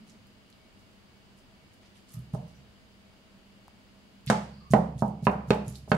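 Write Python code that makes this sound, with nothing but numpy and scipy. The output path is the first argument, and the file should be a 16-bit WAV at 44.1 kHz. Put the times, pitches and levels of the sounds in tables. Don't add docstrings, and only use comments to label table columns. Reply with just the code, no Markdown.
import sys
import numpy as np
from scipy import signal
from scipy.fft import rfft, irfft
from scipy.io import wavfile
from scipy.ndimage import uniform_filter1d

SR = 44100
rng = np.random.default_rng(int(sys.argv[2]) if len(sys.argv) > 2 else 0)


def output_pcm(signal):
    pcm = np.clip(np.atleast_2d(signal).T, -1, 1) * 32767
    wavfile.write(sys.argv[1], SR, np.round(pcm).astype(np.int16))


N = 263277
HZ = np.fft.rfftfreq(8192, 1 / SR) + 1


def amp(db):
    return 10 ** (np.asarray(db) / 20)

def unit_rms(x):
    return x / np.sqrt(np.mean(x ** 2) + 1e-20)

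def curve(points, hz):
    f, value = np.transpose(points)
    return np.interp(np.log(hz + 1), np.log(f + 1), value)

def bell(hz, centre_hz, octaves):
    return np.exp(-.5 * (np.log2((hz + 1) / centre_hz) / octaves) ** 2)

def decay(t, t60):
    return np.exp(-np.log(1000) * t / t60)

def add(mix, s, sound):
    part = mix[..., max(round(s * SR), 0):][..., :sound.shape[-1]]
    part += sound[..., :part.shape[-1]]

def convolve(x, response):
    return signal.fftconvolve(np.atleast_2d(x), np.atleast_2d(response), axes=1)[:, :N]

def pulse(gain):
    log_gain = np.log(np.maximum(gain, 1e-5))
    mirrored = np.r_[log_gain, log_gain[-2:0:-1]]
    return np.fft.ifft(np.exp(np.conj(signal.hilbert(mirrored)))).real[:len(gain) // 2]

def panned(x, pan_db):
    return x * amp([[pan_db / 2], [-pan_db / 2]])

# (frequency [Hz], relative level [dB])
VENT_SPECTRUM = [(15, -30), (25, -5), (120, -4), (170, -10), (200, -2.5), (235, -5), (291, -9.5),
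                 (572, -15), (637, -14), (691, -16), (3050, -22), (3880, -24), (4450, -24.5), (5820, -28.5),
                 (11000, -36.5), (15800, -31)]
# (frequency [Hz], width [Hz], gain [dB])
DUCT_PEAKS = [(195.6, 7.5, 11.5), (639, 17, 7), (2243, 10.4, 12.5), (2925, 380, 5), (4850, 740, 5),
              (5600, 660, -4.5), (15630, 110, 16)]
# (frequency [Hz], correlation [-1 to 1])
VENT_CORRELATION = [(60, 0.2), (180, 0.78), (550, 0.44), (1650, -0.06), (4970, 0.099), (15000, -0.12)]
def ventilation(level_db=-58):
    hz = np.fft.rfftfreq(N, 1 / SR)
    left, independent = rfft(rng.standard_normal((2, N)))
    alike = np.clip(curve(VENT_CORRELATION, hz), -1, 1)
    right = alike * left + np.sqrt(1 - alike ** 2) * independent
    peaks_db = sum(db / (1 + (2 * (hz - f) / width) ** 2) for f, width, db in DUCT_PEAKS)
    air = irfft(np.array([left, right]) * amp(curve(VENT_SPECTRUM, hz) + peaks_db), N)
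    return amp(level_db) * unit_rms(air)

def rim_rub(force_db=-85, peak_s=0.036, swell_s=0.062):
    t = np.arange(SR // 2) / SR
    band = bell(np.fft.rfftfreq(len(t), 1 / SR), centre_hz=247, octaves=0.45)
    drag = irfft(rfft(rng.standard_normal(len(t))) * band, len(t))
    return amp(force_db) * unit_rms(drag) * np.exp(-abs(t - peak_s) / swell_s)

# (frequency [Hz], relative level [dB], t60 [s])
BOWL_MODES = [(68.7, -53.5, 1.84), (128.2, -43.5, 0.41), (173.2, -40, 0.51), (205.44, -35.5, 0.48),
              (218.5, -40, 0.2), (254.5, -63, 0.23), (283, -49, 0.2), (352, -47, 0.11), (410, -37.5, 0.072),
              (460, -56, 0.047), (520, -50.5, 0.42), (538, -37.5, 0.073), (596, -41.5, 0.29),
              (611, -45, 0.42), (647, -47, 0.16), (724, -47, 0.4), (759, -50, 0.26), (801, -53.5, .28),
              (856, -44, 0.3), (935, -36.5, 0.15), (988.3, -41.5, 0.027), (1020, -44.5, 0.34),
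              (1234, -37, 0.066), (1310, -43, 0.2), (1490, -31.5, 0.049), (1814, -55, 0.11),
              (1950, -58, 0.19), (2230, -42, 0.095), (2500, -57, 0.23), (2830, -48, 0.045),
              (3640, -65, 0.029), (4630, -63, .05), (7700, -59, .08)]
# (frequency [Hz], relative level [dB])
AIR_PUSH = [(30, -6), (85, 1.5), (130, 15.5), (200, 13.5), (310, -3.5), (450, 8), (1000, -2), (2000, 1),
            (4000, -5), (8000, -7.5), (14000, -26.5)]
def bowl(force, gain_db=15.5, left_bass_db=-3.5, left_treble_db=-4.5, spot_spread_db=4.5, low_cut_hz=58):
    t = np.arange(SR) / SR
    push = pulse(amp(curve(AIR_PUSH, HZ)))
    response = np.zeros((2, SR))
    for k, (hz, db, t60) in enumerate(BOWL_MODES):
        treble = min((hz / 800) ** 2, 1)
        strength = amp(db + spot_spread_db * treble * rng.standard_normal())
        ring = strength * np.exp(2j * np.pi * hz * t) * decay(t, t60)
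        skew = np.exp(.5j * (-1) ** k * treble)
        left = amp(left_bass_db + treble * (left_treble_db - left_bass_db))
        response += (np.array([[left / skew], [skew]]) * ring).real
    add(response, 0, amp([[left_bass_db], [0]]) * convolve(push, bending_waves()))
    response = reflections(response)
    add(response, 0, kitchen(push))
    radiation = signal.butter(2, low_cut_hz, "high", fs=SR, output="sos")
    return -amp(gain_db) * convolve(force, signal.sosfilt(radiation, response))

def bending_waves(size=0.12, fade_s=0.0059, above_hz=650, scattered=0.45, left_db=-4):
    t = np.arange(2048) / SR
    waves = size * rng.standard_normal((3, len(t))) * np.exp(-t / fade_s)
    smear = (waves[2] + 1.8 * waves[:2]) * amp([[left_db], [0]]) - scattered * (t == 0)
    return (t == 0) + signal.sosfilt(signal.butter(2, above_hz, "high", fs=SR, output="sos"), smear)

# (delay [s], left gain [ratio], right gain [ratio])
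EARLY_ECHOES = [(.0021, -0.29, -0.11), (.0048, 0.17, 0.12), (.0075, 0.39, 0.088), (0.0142, 0.25, 0.22),
                (0.0253, -.12, -.16), (0.0286, 0.08, -0.18)]
def reflections(x):
    out = x.copy()
    for delay, left, right in EARLY_ECHOES:
        add(out, delay, np.array([[left], [right]]) * x)
    return out

# (frequency [Hz], t60 [s])
KITCHEN_T60 = [(100, 1.1), (400, 0.4), (1100, 0.42), (3000, 0.54), (8000, 0.41), (15000, 0.5)]
# (frequency [Hz], relative level [dB])
KITCHEN_SPECTRUM = [(60, -34), (200, -1.5), (320, -3), (500, -1.5), (900, 6.5), (2000, -4), (5000, -1),
                    (10000, -4), (15000, -4)]
def kitchen(x, left_db=3.5, right_db=7.0, alike_below_hz=380):
    shape = (2, 24000)
    taps = rng.choice([-1., 1.], shape) * (rng.random(shape) < .2)
    taps[:, :round(.004 * SR)] = 0
    hz, t, bands = signal.stft(unit_rms(taps), SR, nperseg=512)
    hz = hz[:, None]
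    alike = 1 / (1 + (hz / alike_below_hz) ** 4)
    bands[1] = alike * bands[0] + np.sqrt(1 - alike ** 2) * bands[1]
    t60 = curve(KITCHEN_T60, hz)
    envelope = np.sqrt(2 * np.log(1000) / (t60 * SR)) * decay(t, t60)
    tail = signal.istft(bands * envelope * amp(curve(KITCHEN_SPECTRUM, hz)), SR, nperseg=512)[1]
    return convolve(x, tail * amp([[left_db], [right_db]]))

def long_waves(x, below_hz=400):
    spectrum = rfft(x)
    alike = 1 / (1 + (np.fft.rfftfreq(N, 1 / SR) / below_hz) ** 4)
    return irfft((1 - alike) * spectrum + alike * panned(spectrum.mean(0), pan_db=-2), N)

def squish(peak_s, db, rise_s, centre_hz, fall_s=0.018, octaves=1, cells=600, ring_cycles=1.24):
    t = np.arange(-SR // 5, SR // 5) / SR
    age = np.arange(96)
    when, pitch, size, *phases = rng.random((cells, 5)).T[:, :, None]
    hz = 700 + pitch * (13800 - 700)
    cycles = hz * age / SR
    pop_db = 4.5 * np.minimum(-np.log(size), 3)
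    envelopes = amp(pop_db) * np.sqrt(hz) * np.exp(-cycles / ring_cycles)
    pops = [envelopes * np.sin(2 * np.pi * (cycles + phase)) for phase in phases]
    at = (when * (len(t) - len(age))).astype(int) + age
    grains = [np.bincount(at.ravel(), side.ravel(), len(t)) for side in pops]
    band = bell(np.fft.rfftfreq(len(t), 1 / SR), centre_hz, octaves)
    fizz = unit_rms(irfft(rfft(grains) * band, len(t)))
    swell = np.exp(-np.where(t < 0, (t / rise_s) ** 2, t / fall_s))
    return peak_s + t[0], (amp(db) * swell * fizz)[:, t > -peak_s]

# (peak time [s], level [dB], rise [s], centre [Hz])
WET_SLIDES = [(.10, -62.5, .031, 4660), (.81, -73, .034, 6960), (.92, -76, .02, 7000),
              (1.39, -70, .019, 7050), (1.739, -70, .012, 8000), (1.865, -65, .053, 2850),
              (1.973, -62, .024, 2860), (1.985, -71, .037, 8000), (2.094, -58.5, .015, 6200),
              (2.149, -58, .037, 7700), (2.346, -59.5, .014, 6760), (2.496, -68, .02, 5600),
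              (4.992, -57, .008, 3200), (5.258, -52, .015, 3800), (5.701, -53, .036, 7040),
              (5.735, -58, .023, 6000), (5.767, -52.5, .025, 5630), (5.897, -59, .018, 9000)]
def slides():
    wet = np.zeros((2, N))
    for slide in WET_SLIDES:
        add(wet, *squish(*slide))
    return wet

def snap(db, centre_hz, octaves=0.47, crumble_s=0.0032, crumble=0.11):
    t = np.arange(512) / SR
    burst = (t == 0) + crumble * rng.standard_normal((2, len(t))) * np.exp(-t / crumble_s)
    return amp(db) * convolve(burst, pulse(bell(HZ, centre_hz, octaves) + 0.076))

# (start [s], end [s], tick rate [1/s], level [dB])
STICKY_SPELLS = [(0.199, 2, 7.1, -63), (4.95, 6.7, 8, -60)]
def sticky_ticks(spread_db=2):
    wet = np.zeros((2, N))
    for start, end, per_s, db in STICKY_SPELLS:
        for slot in np.arange(start, end, 1 / per_s):
            s = slot + rng.random() / per_s
            add(wet, s, snap(db - spread_db * rng.standard_normal(), centre_hz=9000))
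    return wet

# (time [s], level [dB], centre [Hz], width [octaves])
LOUD_SNAPS = [(.27, -43, 11200, .47), (.502, -40.5, 7200, 0.99), (0.527, -30.5, 4100, 0.33),
              (2.1394, -22, 11800, 0.1), (2.141, -33, 5530, 1), (2.192, -34, 10800, .47),
              (4.264, -20, 11730, 0.71), (4.711, -12, 6850, 0.18), (4.779, -24, 10800, .1),
              (4.992, -43, 7400, .47), (5.080, -32.5, 7940, 0.39), (5.252, -22.5, 9000, 1),
              (5.5046, -19.5, 8050, 0.64), (5.547, -29, 9000, .5), (5.681, -15, 10400, 0.14),
              (5.681, -10.5, 6850, 0.09), (5.708, -36, 11000, 0.26), (5.756, -13, 4130, 0.29),
              (5.784, -30, 11800, .15), (5.913, -30, 8000, 0.98), (5.951, -23, 7000, 0.38)]
def sticky_snaps():
    wet = np.zeros((2, N))
    for s, *release in LOUD_SNAPS:
        add(wet, s, snap(*release))
    return wet

def contact(corner_hz, fall_db_per_octave):
    return (1 + (HZ / corner_hz) ** 4) ** (-fall_db_per_octave / 24)

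def thud(db, corner_hz=118, bulge_db=5.5):
    bulge = amp(bulge_db * bell(HZ, corner_hz, octaves=0.42))
    return amp(db) * pulse(contact(corner_hz, fall_db_per_octave=22.5) * bulge)

# (time [s], force level [dB], contact corner [Hz])
SOFT_BLOWS = [(2.143, -20, 118), (2.168, -12.5, 113), (2.186, -17.5, 118), (2.335, -8.5, 143),
              (2.338, -35, 940), (2.349, -24, 810), (4.758, -11.5, 148), (4.7615, -17, 760),
              (4.782, -16.5, 820), (4.955, -8.5, 118), (5.224, -13, 148), (5.226, -31.5, 593),
              (5.674, -7, 109), (5.689, -28, 118), (5.829, -19.5, 118.6), (5.878, -31.5, 780),
              (5.943, -5.5, 148)]
def bumps():
    force = np.zeros(N)
    for s, db, corner_hz in SOFT_BLOWS:
        add(force, s, thud(db, corner_hz))
    return force

# (peak time [s], level [dB], rise and fall [s], centre [Hz], width [octaves])
RUBBING_SQUEAKS = [(2.154, -51.5, .0035, 1250, .081), (2.49, -76, .02, 4800, .05),
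                   (2.496, -76, .025, 5820, .04), (2.563, -69.5, .02, 5780, .028),
                   (2.565, -78, .028, 6850, .05), (2.566, -83, .028, 11870, .02),
                   (4.581, -66.5, .12, 4560, .1), (4.649, -61, .06, 1150, .072)]
def squeaks():
    wet = np.zeros((2, N))
    for s, db, swell_s, hz, octaves in RUBBING_SQUEAKS:
        add(wet, *squish(s, db, swell_s, hz, fall_s=swell_s, octaves=octaves))
    return wet

def dry_tick(s=3.6812, db=-12.5):
    out = np.zeros(N)
    add(out, s, amp(db) * pulse(bell(HZ, centre_hz=885, octaves=0.41) + 0.057))
    return out

def knock(db, corner_hz, fall_db_per_octave, click_db, boom_db, low_hz, low_db, high_hz, high_db):
    blow = np.hypot(contact(corner_hz, fall_db_per_octave), amp(click_db))
    spot_db = (boom_db * bell(HZ, centre_hz=70, octaves=0.47)
               + low_db * bell(HZ, low_hz, octaves=0.33)
               + high_db * bell(HZ, high_hz, octaves=0.12))
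    return bowl(pulse(blow * amp(db + spot_db)))

def wall_note(hz, db, t60, delay_s=0.002903, rise_s=0.0034, room_db=-20.5):
    t = np.maximum(np.arange(SR // 2) / SR - delay_s, 0)
    main = amp(db) * decay(t, t60) * np.sin(2 * np.pi * hz * t)
    woody_partner = amp(db - 9.5) * decay(t, t60=0.032) * np.sin(2 * np.pi * 1.18 * hz * t)
    note = (1 - np.exp(-t / rise_s)) * (main + woody_partner)
    out = amp(room_db) * kitchen(note)
    add(out, 0, panned(note, pan_db=-6))
    return out

# (frequency [Hz], relative level [dB], t60 [s])
BLADE_MODES = [(2700, -4, 0.02), (3186, -5, 0.027), (3695, -7.5, 0.047), (3900, -8.5, 0.012),
               (4340, -1, 0.015), (6500, -15, 0.017)]
def blade_crack(db, room_db=-17):
    t = np.arange(SR // 10) / SR
    wood = sum(amp(db + mode_db) * decay(t, t60) * np.sin(2 * np.pi * (hz * t + rng.random((2, 1))))
               for hz, mode_db, t60 in BLADE_MODES)
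    out = amp(room_db) * kitchen(wood)
    add(out, 0, reflections(panned(wood, pan_db=-6)))
    return out

# (knock time [s], force level [dB], contact corner [Hz], fall [dB/octave], hard click [dB],
#   boom [dB], low band [Hz], its gain [dB], high band [Hz], its gain [dB],
#   wall note [Hz], its level [dB], its t60 [s], blade crack [dB], left minus right [dB],
#   travel through potato [s], shove [dB], squish [dB], squish centre [Hz])
SPATULA_STROKES = [(4.3004, -4, 1340, 17.3, -11, -2.5, 870, 1, 2130, 3, 626, -26, 0.051, -53, 1.5, 0.03, -9.5, -39.5, 2960),
                   (4.736, 3, 760, 15, -29.5, -1, 795, 3, 1950, 2.6, 771, -9, 0.11, -35, -1.9, 0.031, -4, -45, 6500),
                   (5.0226, -4, 1004, 33.3, -43, 6.5, 436, -4.5, 820, 4.6, 780, -19.5, 0.11, -68, -2.2, .045, -40, -50, 6500),
                   (5.2689, -2.5, 1390, 20, -67, 6.5, 925, 2, 2640, 6.5, 1006, -3, 0.035, -36, 0.32, 0.04, -14, -53.5, 5400),
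                   (5.506, -3.5, 660, 7, -40, 7.5, 373, 6.5, 2540, 5.8, 430, 0.5, 0.029, -23, 1.4, 0.0276, -10, -54, 8000),
                   (5.9175, -3.5, 1370, 15, -35, 5, 920, -4, 1400, 1.6, 1315, -19, 0.034, -27.5, 0.15, 0.023, -14, -47, 6900)]
def spatula():
    knocks, force, wet = np.zeros((2, N)), np.zeros(N), np.zeros((2, N))
    for stroke in SPATULA_STROKES:
        s, *blow, note_hz, note_db, note_t60, crack_db, pan_db = stroke[:-4]
        travel_s, shove_db, squish_db, squish_hz = stroke[-4:]
        touch_s = s - travel_s
        yield_s = touch_s + 0.48 * travel_s
        add(force, touch_s, thud(shove_db))
        add(force, yield_s, thud(shove_db - 3.5))
        add(wet, *squish(yield_s, squish_db, rise_s=0.45 * travel_s, centre_hz=squish_hz))
        for sound in knock(*blow), wall_note(note_hz, note_db, note_t60), blade_crack(crack_db):
            add(knocks, s, panned(sound, pan_db))
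        add(wet, *squish(s + 0.05, db=-61.5, rise_s=0.021, centre_hz=7500))
    return knocks, force, wet

def scene():
    air = ventilation()
    knocks, force, crushed = spatula()
    add(force, 0, rim_rub())
    handled = slides() + squeaks() + sticky_snaps()
    steel = long_waves(knocks + bowl(force + bumps()))
    potato = (crushed + handled + sticky_ticks()) * amp([[-2.5], [1]])
    return steel + reflections(potato) + amp(-10) * kitchen(potato) + dry_tick() + air

# (frequency [Hz], gain [dB])
TREBLE_ROLLOFF = [(9000, 1), (12000, 0.5), (13500, -5), (15000, -14), (16000, -15)]
def record(dry, threshold_db=-21, ratio=1.42, recovery_db_per_s=7, edge_hz=15850):
    power = uniform_filter1d((dry ** 2).mean(0), size=400)
    power_db = 10 * np.log10(abs(power) + 1e-12)
    recovery_db = np.arange(N) * recovery_db_per_s / SR
    held_db = np.maximum.accumulate(power_db + recovery_db) - recovery_db
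    over_db = np.maximum(held_db - threshold_db, 0)
    ducked = dry / amp((1 - 1 / ratio) * uniform_filter1d(over_db, size=200))
    softened = convolve(ducked, pulse(amp(curve(TREBLE_ROLLOFF, HZ))))
    band_limit = signal.firwin(511, edge_hz, window=("kaiser", 9), fs=SR)
    return signal.oaconvolve(softened, band_limit[None], "same")


dry = scene()
out = record(dry)
output_pcm(out)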